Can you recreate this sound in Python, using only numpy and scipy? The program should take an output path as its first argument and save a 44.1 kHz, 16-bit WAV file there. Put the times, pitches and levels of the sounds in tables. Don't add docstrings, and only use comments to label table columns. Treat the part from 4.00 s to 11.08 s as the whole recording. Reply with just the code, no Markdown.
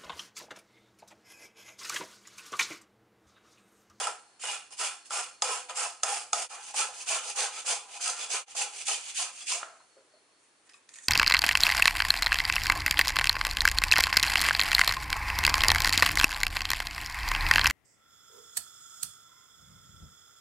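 import sys
import numpy as np
from scipy import signal
from scipy.fft import rfft, irfft, next_fast_len
from scipy.io import wavfile
from scipy.ndimage import uniform_filter1d

SR = 44100
rng = np.random.default_rng(int(sys.argv[2]) if len(sys.argv) > 2 else 0)


def boost(x):
    u = np.asarray(x, float) / 20
    return 10 ** u


def file_out(sig):
    cols = np.atleast_2d(sig).T
    lim = np.clip(cols, -1, 1)
    pcm = np.round(lim * 32767).astype(np.int16)
    wavfile.write(sys.argv[1], SR, pcm)


N = 312326
T = np.arange(N) / SR
MIC_SIGNS = np.array([[1], [-1]])

# hz, width_hz, level_db
FRAME = [(436, 73, -15.5), (504.7, 14.6, -3.5), (622, 17, -16.5), (711, 26, -5), (731, 12, -3.5),
         (823, 22.6, 0.5), (900, 12, -10.5), (991, 38, -6)]
# hz, width_hz, level_db
HANDLE = [(1100, 22, 1.5), (1198, 56, 0), (1285, 82, 3.5), (1374, 82, 4), (1466, 29, -2), (1700, 100, -17)]
# centre_s, half_length_s, depth_db
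JOINS = [
    (2.486, 0.078, -21),
    (4.457, 0.11, -28.5),
]
# start_s, tearing_db
LANDINGS = [
    (0.069, -37),
    (1.42, -28.5),
    (2.031, -29),
    (2.328, -29),
    (5.518, -31.5),
]


def level(x, db):
    return x * boost(db) / np.sqrt(np.mean(x ** 2))


def colour(x, points):
    hz, db = np.transpose(points)
    size = next_fast_len(N)
    f = np.maximum(np.arange(size // 2 + 1) * SR / size, 1)
    gain = boost(np.interp(np.log(f), np.log(hz), db))
    return irfft(rfft(x, size) * gain, size)[..., :N]


def band(x, lo_hz, hi_hz):
    sos = signal.butter(2, [lo_hz, min(hi_hz, SR / 2.2)], "band", fs=SR, output="sos")
    return signal.sosfilt(sos, x)


def walk(rate_hz, every=1):
    knots = rng.standard_normal(int(T[-1] * rate_hz) + 2)
    return np.interp(T[::every] * rate_hz, np.arange(len(knots)), knots) * 5 / 4


def ring(x, modes, shift_db=0., rate_hz=1, press_db=None):
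    out = 0
    for k, (hz, width_hz, db) in enumerate(modes):
        gain = boost(db)
        if shift_db:
            press = 0 if press_db is None else press_db[k]
            gain = np.repeat(boost(db + shift_db * walk(rate_hz, 16) + press), 16)[:N]
        r = np.exp(-np.pi * width_hz / SR)
        poles = [1, -2 * r * np.cos(2 * np.pi * hz / SR), r * r]
        out = out + (-1) ** k * (1 - r) * signal.lfilter([1, 0, -1], poles, x * gain)
    return out


def fibres(share, spread_db, judder_db, judder_hz):
    size_db = spread_db * rng.exponential(size=N).clip(0, 6)
    snaps = (rng.random(N) < share) * rng.standard_normal(N) * boost(size_db)
    return level(snaps * boost(judder_db * walk(judder_hz)), 0)


def bursts(times_s, peaks_db, decay_s, rise_s, hz=None):
    out, age = np.zeros(N + 6000), np.arange(6000) / SR
    for k, (s, db) in enumerate(zip(times_s, peaks_db)):
        shape = boost(db) * (1 - np.exp(-age / rise_s)) * np.exp(-age / decay_s)
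        if hz is not None:
            shape = shape * np.sin(2 * np.pi * hz[k] * age)
        out[int(s * SR):int(s * SR) + 6000] += shape
    return out[:N]


def strokes(start_s, rise_s, hold_s, db, fall_db_s, onset, sag_db_s=0.):
    age = T[::32, None] - start_s
    held = np.clip(age - rise_s, 0, None)
    fall_db = sag_db_s * held + fall_db_s * np.clip(held - hold_s, 0, None)
    shape = np.clip(age / rise_s, 0, 1) ** onset * boost(db - fall_db)
    return np.interp(T, T[::32], np.sum(shape ** 2, axis=1))


def in_db(power):
    return 10 * np.log10(power + 1e-13)


def kitchen(tear_db):
    # hz, density_db
    hush_points = [(15, -45), (25, -30), (64, -25), (125, -11), (158, -15), (307, -2.5), (511, -5),
                   (945, -6), (1580, -7.5), (4270, -13), (5250, -13.5), (9450, -13.5), (11300, -24),
                   (14700, -58), (22000, -120)]
    # hz, drift_hz, flutter_hz, level_db, end_s
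    whines = [
        (9630, 51, 60, -75.5, 7.4),
        (4300, 24, 100, -72, 6.4),
    ]
    # time_s, level_db, offset_hz
    whine_swell = [(0, 1, 0.5), (1.2, 4, 5.5), (5.72, 3, 60.5), (5.799, 3, -120), (5.86, -7, 1),
                   (5.92, 1, 99), (6.0, 0, -40), (6.06, -14, -4), (6.14, 3, 40), (6.22, -5, -30),
                   (6.3, -4, -62), (6.4, -2, 60)]

    mid, side = (colour(rng.standard_normal(N), hush_points) for _ in range(2))
    apart = 0.39 * side + 0.36 * band(side, 510, 18000)
    out = level(mid + apart * MIC_SIGNS, -66)

    s, db = np.transpose(LANDINGS[1:4])
    out = out + bursts(s, db - 36, 0.019, 0.0037, np.full(len(s), 75))
    push_db = uniform_filter1d(tear_db.clip(-70), int(0.059 * SR))
    out = out + level(band(rng.standard_normal(N), 63, 165), -65.5) * boost(0.41 * push_db)

    s, swell_db, off_hz = np.transpose(whine_swell)
    for hz, drift_hz, flutter_hz, db, end_s in whines:
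        lower = hz < 5000
        pitch_hz = hz + lower * np.interp(T, s, off_hz) + drift_hz * walk(6.2) + flutter_hz * walk(600)
        whine = np.sin(2 * np.pi * np.cumsum(pitch_hz) / SR)
        whine_db = db + 1.7 * walk(17) - 40 * np.clip(T - end_s, 0, None)
        out = out + whine * boost(whine_db + lower * np.interp(T, s, swell_db))
    return out


def walls(x, t60_s, treble_db):
    age = np.arange(SR // 2) / SR
    echo = boost(-60 * age / t60_s) * (age > .003) * rng.standard_normal((2, len(age)))
    echo = echo.mean(axis=0) + boost(treble_db) * band(echo, 730, 16500)
    return signal.fftconvolve(x[None], echo, axes=1)[:, :N]


def set_down():
    # start_s, peak_db, pitch_hz, click_rel_db
    bump_table = [(5.95, -66, 400, -8), (5.967, -51, 540, -20), (5.979, -60, 566, 4), (6.005, -65, 622, 5),
                  (6.04, -64, 380, -16), (6.07, -67, 610, -8), (6.137, -57, 606, -11),
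                  (6.147, -63, 480, -8), (6.164, -66, 645, -13), (6.209, -65, 400, -8),
                  (6.285, -72, 1100, 0)]
    noise = rng.standard_normal((2, N))
    s, db, hz, click_db = np.transpose(bump_table)
    click = bursts(s, db + click_db + 11, 0.0068, .0004) * band(noise[1], 1000, 1600)
    knock = bursts(s, db + 2.0, 0.017, 0.0006, hz) + bursts(s, db - 4, 0.012, 0.0015, hz * 0.78)
    wood = bursts(s, db + 10.5, 0.022, 0.0012) * band(noise[0], 300, 640)
    return click + knock + wood


def wiping():
    # start_s, rise_s, hold_s, level_db, low_rel_db
    wipe_table = [(6.36, .08, .01, -68, -7), (6.635, 0.027, .01, -68, -3), (6.688, .006, 0.017, -66, 2),
                  (6.74, .008, .01, -63.5, -3), (6.886, 0.0063, .004, -58, -3),
                  (6.935, .003, .003, -53, -12), (6.953, .003, .012, -51, -10),
                  (6.97, .004, 0.026, -61, -0.5), (7.005, 0.022, 0.018, -55, -12),
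                  (7.035, 0.0037, 0.012, -52.5, -23), (7.055, .01, .03, -65, -18)]
    s, rise, hold, db, low_db = np.transpose(wipe_table)
    slide_db, low_db = (in_db(strokes(s, rise, hold, d, 258, 1.2)) for d in (db, db + low_db))
    return slide_db, low_db - slide_db


def fingers():
    # start_s, peak_db, low_rel_db, ring_hz, low_ring_hz
    tick_table = [(6.6927, -53, -2, 4700, 1600), (6.6958, -48.5, -7, 5070, 1950),
                  (6.701, -61, 2, 3180, 1900), (6.722, -60, -20, 5100, 1900), (6.735, -54, -12, 7050, 2550),
                  (6.7401, -53, 6, 5150, 2550), (6.743, -53, 2, 3820, 1140), (6.898, -55, -8, 9000, 1820),
                  (6.992, -54, -14, 7000, 1900), (6.8912, -45, -16, 6400, 1790),
                  (6.94, -42, -18, 7040, 2700), (6.9472, -46, -22, 8500, 2370),
                  (6.958, -42.5, -11, 6700, 1760), (6.965, -49, -11, 6850, 1900),
                  (6.986, -41, -3, 7100, 1830), (7.0437, -52, 0, 8600, 3560)]
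    # hz, width_hz, level_db
    lifted = [(1830, 70, 2), (2550, 81, 2), (5150, 120, -4), (6400, 91, 0), (7050, 140, -9),
              (7400, 130, -1), (8400, 280, -2), (8900, 120, -12)]
    noise = rng.standard_normal((2, N))
    s, db, low_db, hz, low_hz = np.transpose(tick_table)
    ticks = bursts(s, db + 8.5, 0.00091, .0001) * band(noise[1], 1900, 7800)
    ticks = ticks + bursts(s, db - 4.5, 0.0038, .0002, hz)
    ticks = ticks + bursts(s, db + low_db - 4, 0.0091, 0.00036, low_hz) * (.9 + 0.3 * walk(400))
    ticks = ticks + ring(bursts(s, db, 0.0013, .0002) * noise[0], lifted)
    ticks = ticks + bursts([7.043], [-36], .03, .002) * band(noise[1], 6000, 6350)
    ticks = ticks + bursts([6.72, 6.739], [-59, -56], 0.0069, 0.0018, [5100, 5150])

    slide_db, low_db = wiping()
    skin = fibres(0.37, 1.5, 2.4, 100)
    bright = level(ring(skin, lifted[2:], 3.5, 25), -9) + level(band(skin, 5900, 8700), -1.5)
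    low = level(band(skin, 1070, 3600), -1.6) + level(ring(skin, lifted[:2]), -2.6)
    return ticks + boost(slide_db) * (bright + boost(low_db) * low)


def rattles():
    # start_s, peak_db, click_rel_db, clack_hz, tail_rel_db
    rattle_table = [(5.616, -36, -2, 1230, -11), (5.6306, -25, -2, 1330, -14.5),
                    (5.647, -40, -11, 1390, -12), (5.668, -45, -9, 1356, -19), (5.683, -46, -6, 1340, -18),
                    (5.703, -45, -6, 1405, -12), (5.737, -46, -8, 1330, -11), (5.756, -47, -14, 1290, -19),
                    (5.804, -49, -5, 1000, -10), (5.812, -50, -8, 1350, -9.5)]
    s, db, click_db, hz, tail_db = np.transpose(rattle_table)
    noise = rng.standard_normal((2, N))
    clack = bursts(s - .001, db + 5, 0.0022, 0.00088, hz)
    click = bursts(s - .001, db + click_db + 6.5, 0.0032, 0.00042)
    click = click * band(band(noise[0], 470, 2300), 300, 3300)
    tail = bursts(s, db + tail_db, 0.025, 0.0036) * noise[1] * boost(2.8 * walk(90))
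    wood = boost(5.0) * band(tail, 1350, 1500) + boost(11.5) * band(tail, 570, 820) + band(tail, 1750, 2500)
    return clack + click + wood


def knocks():
    # peak_s, peak_db, crack_rel_db, thud_hz, ping_hz
    knock_table = [(0.0702, -23, -2, 1307, 8500), (0.078, -31, -16, 987, 8700), (0.396, -59, 6, 1290, 7200),
                   (0.439, -35, 4.5, 1440, 6760), (0.707, -55, 4, 1100, 7160), (0.788, -47, 5, 991, 7260),
                   (1.057, -61, 16, 1130, 8500), (1.107, -30.5, 0.5, 1350, 7700),
                   (1.421, -28, 13, 1240, 6600), (1.696, -35.5, 2, 1296, 6440),
                   (2.033, -25.5, 11, 1290, 6600), (2.331, -21, 8, 1266, 6640), (2.742, -52, 18, 770, 7900),
                   (2.504, -43, 1, 790, 6450), (3.068, -51, -6, 1190, 6500), (3.366, -46, 6, 800, 4900),
                   (3.645, -51, -14, 540, 6500), (3.972, -47.5, -8, 974, 6500), (4.304, -42, 9, 726, 7900),
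                   (4.481, -46, 9, 800, 6500), (4.551, -40.5, -6, 705, 6500),
                   (5.518, -33.5, 13, 1010, 4950)]
    s, db, crack_db, hz, ping_hz = np.transpose(knock_table)
    s = s - .0004
    crack_db = db + crack_db
    noise = rng.standard_normal((2, N))
    thud = bursts(s, db + 3.0, 0.0065, 0.00082, hz)
    thud = thud + bursts(s, db - 5, .007, .0015, np.full(len(s), 790))
    frame = ring(bursts(s, db + 12, 0.002, 0.00023) * noise[0], FRAME + HANDLE)
    crack = bursts(s, crack_db + 2.5, 0.0018, 0.00031) * band(noise[1], 1940, 5800)
    ping = bursts(s + 0.00073, crack_db + 10, 0.00072, 0.0005, ping_hz)
    ping = ping + bursts(s + .0015, crack_db - 4.0, 0.0014, 0.00086, ping_hz * 1.19)
    ping = ping + bursts(s, crack_db - 9.0, 0.0034, 0.0012, np.full(len(s), 3480))
    ping = ping + bursts(s, crack_db - 12, 0.0044, .0005, np.full(len(s), 4990))
    graze = bursts(s - .006, crack_db - 10, 0.0016, 0.0025) * band(noise[0], 5300, 10600)
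    return graze + thud + frame + crack + ping


def catches():
    # start_s, peak_db, pitch_hz
    pluck_table = [(0.034, -32, 2870), (0.487, -30, 2874), (0.52, -41, 3400), (0.731, -48, 2440),
                   (0.824, -35, 2850), (0.843, -36, 3000), (1.156, -35, 2480), (1.529, -30.5, 2777),
                   (1.705, -41, 2465), (1.831, -33, 2650), (1.855, -30.5, 2616), (2.188, -46, 2570),
                   (2.797, -30, 2410), (2.815, -31, 2594), (3.007, -37, 2600), (3.09, -31, 2960),
                   (3.122, -27, 2605), (3.404, -37, 2476), (3.712, -29.5, 3165), (3.971, -41, 2460),
                   (4.06, -37, 2730), (4.088, -31, 2616), (4.345, -32, 2360), (4.368, -31, 2480),
                   (4.616, -30, 2630), (4.885, -28, 2580), (4.916, -29, 3000), (4.944, -29, 3110),
                   (5.176, -34, 2490), (5.245, -39, 2520), (5.414, -39, 3356), (5.48, -31.5, 2520)]
    # start_s, peak_db, pitch_hz
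    jolt_table = [(0.531, -44, 1388), (1.166, -36, 777), (1.507, -30, 1054), (1.527, -31, 997),
                  (1.709, -37, 1236), (1.785, -33, 815), (2.124, -27, 810), (2.408, -33, 752),
                  (2.794, -30, 835), (2.821, -28, 1323), (3.119, -38, 1431), (3.573, -40, 1327),
                  (3.715, -35, 839), (4.072, -31, 1296), (4.088, -37, 730), (4.336, -36, 787),
                  (4.361, -37.5, 814), (4.614, -32, 810), (4.913, -32, 820), (5.214, -36, 742)]
    s, db, hz = np.transpose(pluck_table)
    plate = bursts(s - .001, db + 3, .006, 0.0019, hz)
    s, db, hz = np.transpose(jolt_table)
    body = bursts(s - .003, db + 2.5, .011, 0.0027, hz)
    squeak = bursts([.392, .41], [-36, -35], .025, 0.0036)
    squeak = squeak * band(band(rng.standard_normal(N), 6800, 7200), 6900, 7400)
    return plate + body + squeak


def rubbing():
    # start_s, rise_s, hold_s, tearing_db, plate_rel_db
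    pushes = [(-.05, 0.023, 0.078, -34.5, -2), (0.391, 0.064, 0.082, -37.5, 1.5),
              (0.763, 0.059, 0.044, -34, -2.5), (1.094, 0.039, 0.073, -35, -3.5),
              (1.426, 0.019, 0.11, -34, -3), (1.741, 0.038, 0.064, -33.5, -5.5),
              (2.037, 0.048, 0.083, -34.5, -4), (2.331, 0.015, 0.082, -36, -6),
              (2.48, 0.019, 0.059, -46, -1.5), (2.733, 0.056, 0.024, -29, -6),
              (3.055, 0.044, 0.056, -31, -2), (3.344, 0.046, 0.052, -32, -3),
              (3.643, 0.05, 0.031, -30.5, -5), (3.994, 0.049, 0.052, -32, -7), (4.283, 0.05, 0.03, -32, -3),
              (4.55, 0.036, 0.039, -33, -3), (4.845, 0.041, 0.047, -30, -3),
              (5.136, 0.039, 0.055, -32, -3.5), (5.453, 0.038, 0.058, -33, -5)]
    # full_s, hold_s, tearing_db
    bites = [(0.45, .02, -53), (0.791, 0.027, -39.5), (2.763, .015, -42.5), (3.084, 0.022, -35.5),
             (3.362, .02, -37.5), (3.664, 0.022, -35.5), (4.012, 0.014, -38.5), (4.303, 0.02, -37.5),
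             (4.551, .01, -43), (4.567, 0.0094, -35.5), (4.608, .012, -34.5), (4.88, .02, -44),
             (5.162, 0.029, -51), (5.475, 0.014, -43)]
    # start_s, rise_s, hold_s, frame_db, handle_db
    loads = [(-.02, 0.019, 0.056, -35, -39), (0.065, 0.0033, 0.015, -41, -43),
             (0.433, 0.0044, 0.1, -41.5, -43), (0.791, 0.022, 0.063, -39.5, -39.5),
             (1.104, 0.0049, 0.099, -38.5, -39.5), (1.426, 0.017, 0.11, -36, -39),
             (1.688, .012, 0.0071, -43, -48.5), (1.749, 0.031, 0.072, -38.5, -40),
             (2.031, 0.0084, 0.12, -38.5, -39), (2.329, 0.007, 0.074, -37.5, -42.5),
             (2.492, 0.013, 0.072, -47.5, -48.5), (2.739, 0.057, 0.021, -33, -36.5),
             (3.065, 0.042, 0.04, -38, -37), (3.349, 0.035, 0.061, -37.5, -39.5),
             (3.646, 0.053, 0.02, -36.5, -39.5), (3.993, 0.085, 0.016, -37.5, -39),
             (4.281, 0.058, 0.017, -39.5, -41.5), (4.545, 0.046, 0.014, -40, -43.5),
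             (4.872, 0.017, 0.03, -38, -42), (5.179, 0.022, 0.012, -42, -44),
             (5.486, 0.034, 0.022, -40, -44), (5.633, 0.0065, .004, -52, -49)]
    # start_s, rise_s, tearing_db, plate_rel_db, frame_rel_db
    returns = [(0.704, 0.023, -47.5, -4, -11), (1.048, 0.013, -51.5, -14, -24),
               (1.685, 0.018, -45, 4.5, -5), (2.58, 0.12, -45, -4, -9.5), (2.92, 0.1, -42, -6.5, -10.5),
               (3.218, 0.084, -37.5, -4, -5.5), (3.517, 0.08, -40, 0, -7), (3.87, 0.098, -45.5, 0, -6),
               (4.158, 0.078, -37, -1, -6), (4.46, .055, -49.5, 4, -11), (4.712, 0.1, -41, -1.5, -12),
               (5.0, 0.1, -41, 0.5, -15), (5.32, .1, -45, -4.5, -11.5)]
    push_fall_db_s = np.array([182, 231, 228])
    load_fall_db_s = np.array([165, 151, 118])
    push_sag_db_s, load_sag_db_s, linger_fall_db_s, return_fall_db_s = 18, 16.5, 49, 397
    bite_rise_s = .0045

    def take(s):
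        return np.searchsorted([join[0] for join in JOINS], s)

    s, rise, hold, db, plate_db = np.transpose(pushes)
    tear = strokes(s, rise, hold, db, push_fall_db_s[take(s)], 1.08, push_sag_db_s)
    tear = tear + strokes(s, rise + hold, 0, db - 23, linger_fall_db_s, 1)
    plate = strokes(s, rise, hold, db + plate_db, 153, 1.5, push_sag_db_s)

    s, hold, db = np.transpose(bites)
    tear = tear + strokes(s - bite_rise_s, bite_rise_s, hold, db, 420, 1)

    s, rise, hold, frame_db, handle_db = np.transpose(loads)

    def load(d):
        weight = strokes(s, rise, hold, d, load_fall_db_s[take(s)], 1.7, load_sag_db_s)
        touch = strokes(s, 0.0024, rise, d - 11, return_fall_db_s, 0.83)
        return weight + touch + strokes(s, rise + hold, 0, d - 22, linger_fall_db_s, 1)

    handle, frame = load(handle_db), load(frame_db)

    back_s, back_rise, db, plate_db, frame_db = np.transpose(returns)

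    def drag(d):
        return strokes(back_s, back_rise, 0.0051, d, return_fall_db_s, 0.61)

    land_s, land_db = np.transpose(LANDINGS)
    landed = strokes(land_s, 0.0054, 0.00097, land_db, 1100, 1.0)
    snag = strokes(back_s + back_rise - .006, 0.0032, 0.0014, db - 25, 502, 1)
    tear_db = in_db(tear + drag(db) + landed + snag)
    plate = plate + drag(db + plate_db)
    handle = handle + drag(db + frame_db - 4)
    frame = frame + drag(db + frame_db) + landed * boost(2 * -2.5)
    return [tear_db] + [in_db(power) - tear_db for power in (plate, handle, frame)]


def flex(x):
    return np.interp(np.arange(N) + 7. * walk(18.), np.arange(N), x)


def rasp(tear_db, plate_db, handle_db, frame_db):
    tear_first = [(880, -20), (1500, -7.5), (2030, -7.5), (2850, -1.5), (3150, -6.5), (4100, -14),
                  (5020, 2), (5850, -3), (6520, 0.5), (9380, -0.5), (11300, -16.5), (14700, -43),
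                  (22000, -120)]
    # hz, density_db
    tear_later = [(880, -53), (1500, -10), (1980, -10.5), (2390, -4), (2640, -1.5), (3770, -9.5),
                  (5020, -3), (5600, -4), (6050, 2), (7220, 0.5), (9300, -2.5), (10700, -10.5),
                  (11300, -21.5), (14700, -53), (22000, -120)]
    # hz, width_hz, level_db
    teeth_modes = [(4100, 200, -9.5), (4960, 190, 7), (5330, 84, -6), (6220, 70, 6.5), (6500, 116, -1.5),
                   (7450, 105, 12), (7470, 110, -9), (8500, 56, 6), (8840, 990, -11.5)]
    # hz, width_hz, level_db
    plate_modes = [(2240, 52, -3), (2298, 82, 2.5), (2470, 83, 9.5), (2560, 11, 0), (2777, 82, 7.5),
                   (2920, 38, 5), (2974, 36, 7.5), (3330, 88, -2), (3400, 120, 5.5)]
    # time_s, lowest_pair_db, low_trio_db, main_pair_db, upper_db
    press_table = [(.06, 0.5, 0.5, -1.5, 3.5), (.5, 1, -2, 2.5, 0), (.86, -2.5, -2.5, 1, 3),
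                   (1.17, -1.5, 1.5, -0.5, 1.5), (1.5, 2.5, -1.5, -0.5, -1), (1.81, -1, 6.5, 1, 4),
                   (2.1, 0.5, 5.5, 4.5, -5.5), (2.38, -1.5, 8, -1, -5), (2.55, -3.5, -3, 5, -1.5),
                   (2.81, -1.5, -7.5, 3.5, -3), (3.12, 0.5, 5.5, 0, 2), (3.41, 3, -3.5, 3, -3.5),
                   (3.72, 3, 2, 3, -0.5), (4.08, 0, 0.5, -2.5, 0), (4.35, 1, 2, -3, 1),
                   (4.61, 3, -5, 5.5, 2), (4.9, 0, -3.5, -0.5, -1.5), (5.22, -4, 3.5, 2, 4),
                   (5.53, -1, 1.5, -6, 1), (5.7, 2, 3, -6, -4)]

    fine = fibres(0.3, 1.44, 1.09, 140)
    coarse = fibres(.15, 1.6, 1.53, 90)
    first = T < JOINS[0][0]
    tear = np.where(first, level(colour(fine, tear_first), 0), level(colour(fine, tear_later), 0))
    teeth = level(ring(fine, teeth_modes, 2.2, 14), -4.5)
    tear = tear + teeth * boost(0.5 * (T > JOINS[0][0]))

    plate = level(flex(ring(fine + 1.02 * coarse, plate_modes, 3.4, 16)), -7.0)
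    plate = plate + level(band(fine, 1840, 4180), -12.5)
    handle = level(flex(ring(coarse, HANDLE, 2, 22.13)), -3.5) + level(band(coarse, 1123, 1705), -5.5)

    press = np.transpose(press_table)
    press_db = [np.interp(T[::16], press[0], press[k]) for k in (1, 1, 2, 2, 2, 3, 3, 4)]
    frame = level(flex(ring(coarse, FRAME, 2.5, 26, press_db)), -1.65)
    frame = frame + level(band(coarse, 445, 1095), -9.5)
    body = boost(plate_db) * plate + boost(handle_db) * handle + boost(frame_db) * frame
    return boost(tear_db) * (level(tear, 0.076) + body)


def scene():
    # hz, level_db
    right_points = [(300, 2), (1000, 0), (2500, 1.5), (5000, 0.5), (9000, 3.5)]
    # hz, level_db
    spread_points = [(300, -18.5), (800, -18.5), (1500, -13), (2500, -5.5), (5000, -4), (9000, -2)]
    rub = rubbing()
    hits = knocks() + rattles() + set_down() + fingers() + catches()
    grating = rasp(*rub)
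    near = band(grating + hits, 373, 20000)
    late = np.roll(hits + 0.42 * grating, int(0.001247 * SR))
    apart = colour(0.99 * rasp(*rub) + late, spread_points)
    both = boost(-0.5) * (near + apart * MIC_SIGNS + boost(-39.5) * walls(near, 0.29, 0.46))
    lean = np.array(right_points) * [1, .5]
    left, right = colour(both[0], lean * [1, -1]), colour(both[1], lean)
    return np.array([left, right]) + kitchen(rub[0])


def low_pass(x):
    return signal.sosfilt(signal.butter(12, 12090, fs=SR, output="sos"), x)


def record(dry):
    fade_db = sum(db * np.clip(1 - abs(T - s) / half_s, 0, 1) ** 5.0 for s, half_s, db in JOINS)
    steep = signal.ellip(8, .3, 28, 11100, fs=SR, output="sos")
    top = np.vstack([steep, signal.butter(6, 12500, fs=SR, output="sos")])
    return low_pass(signal.sosfilt(top, dry * boost(fade_db)))


dry = scene()
out = record(dry)
file_out(out)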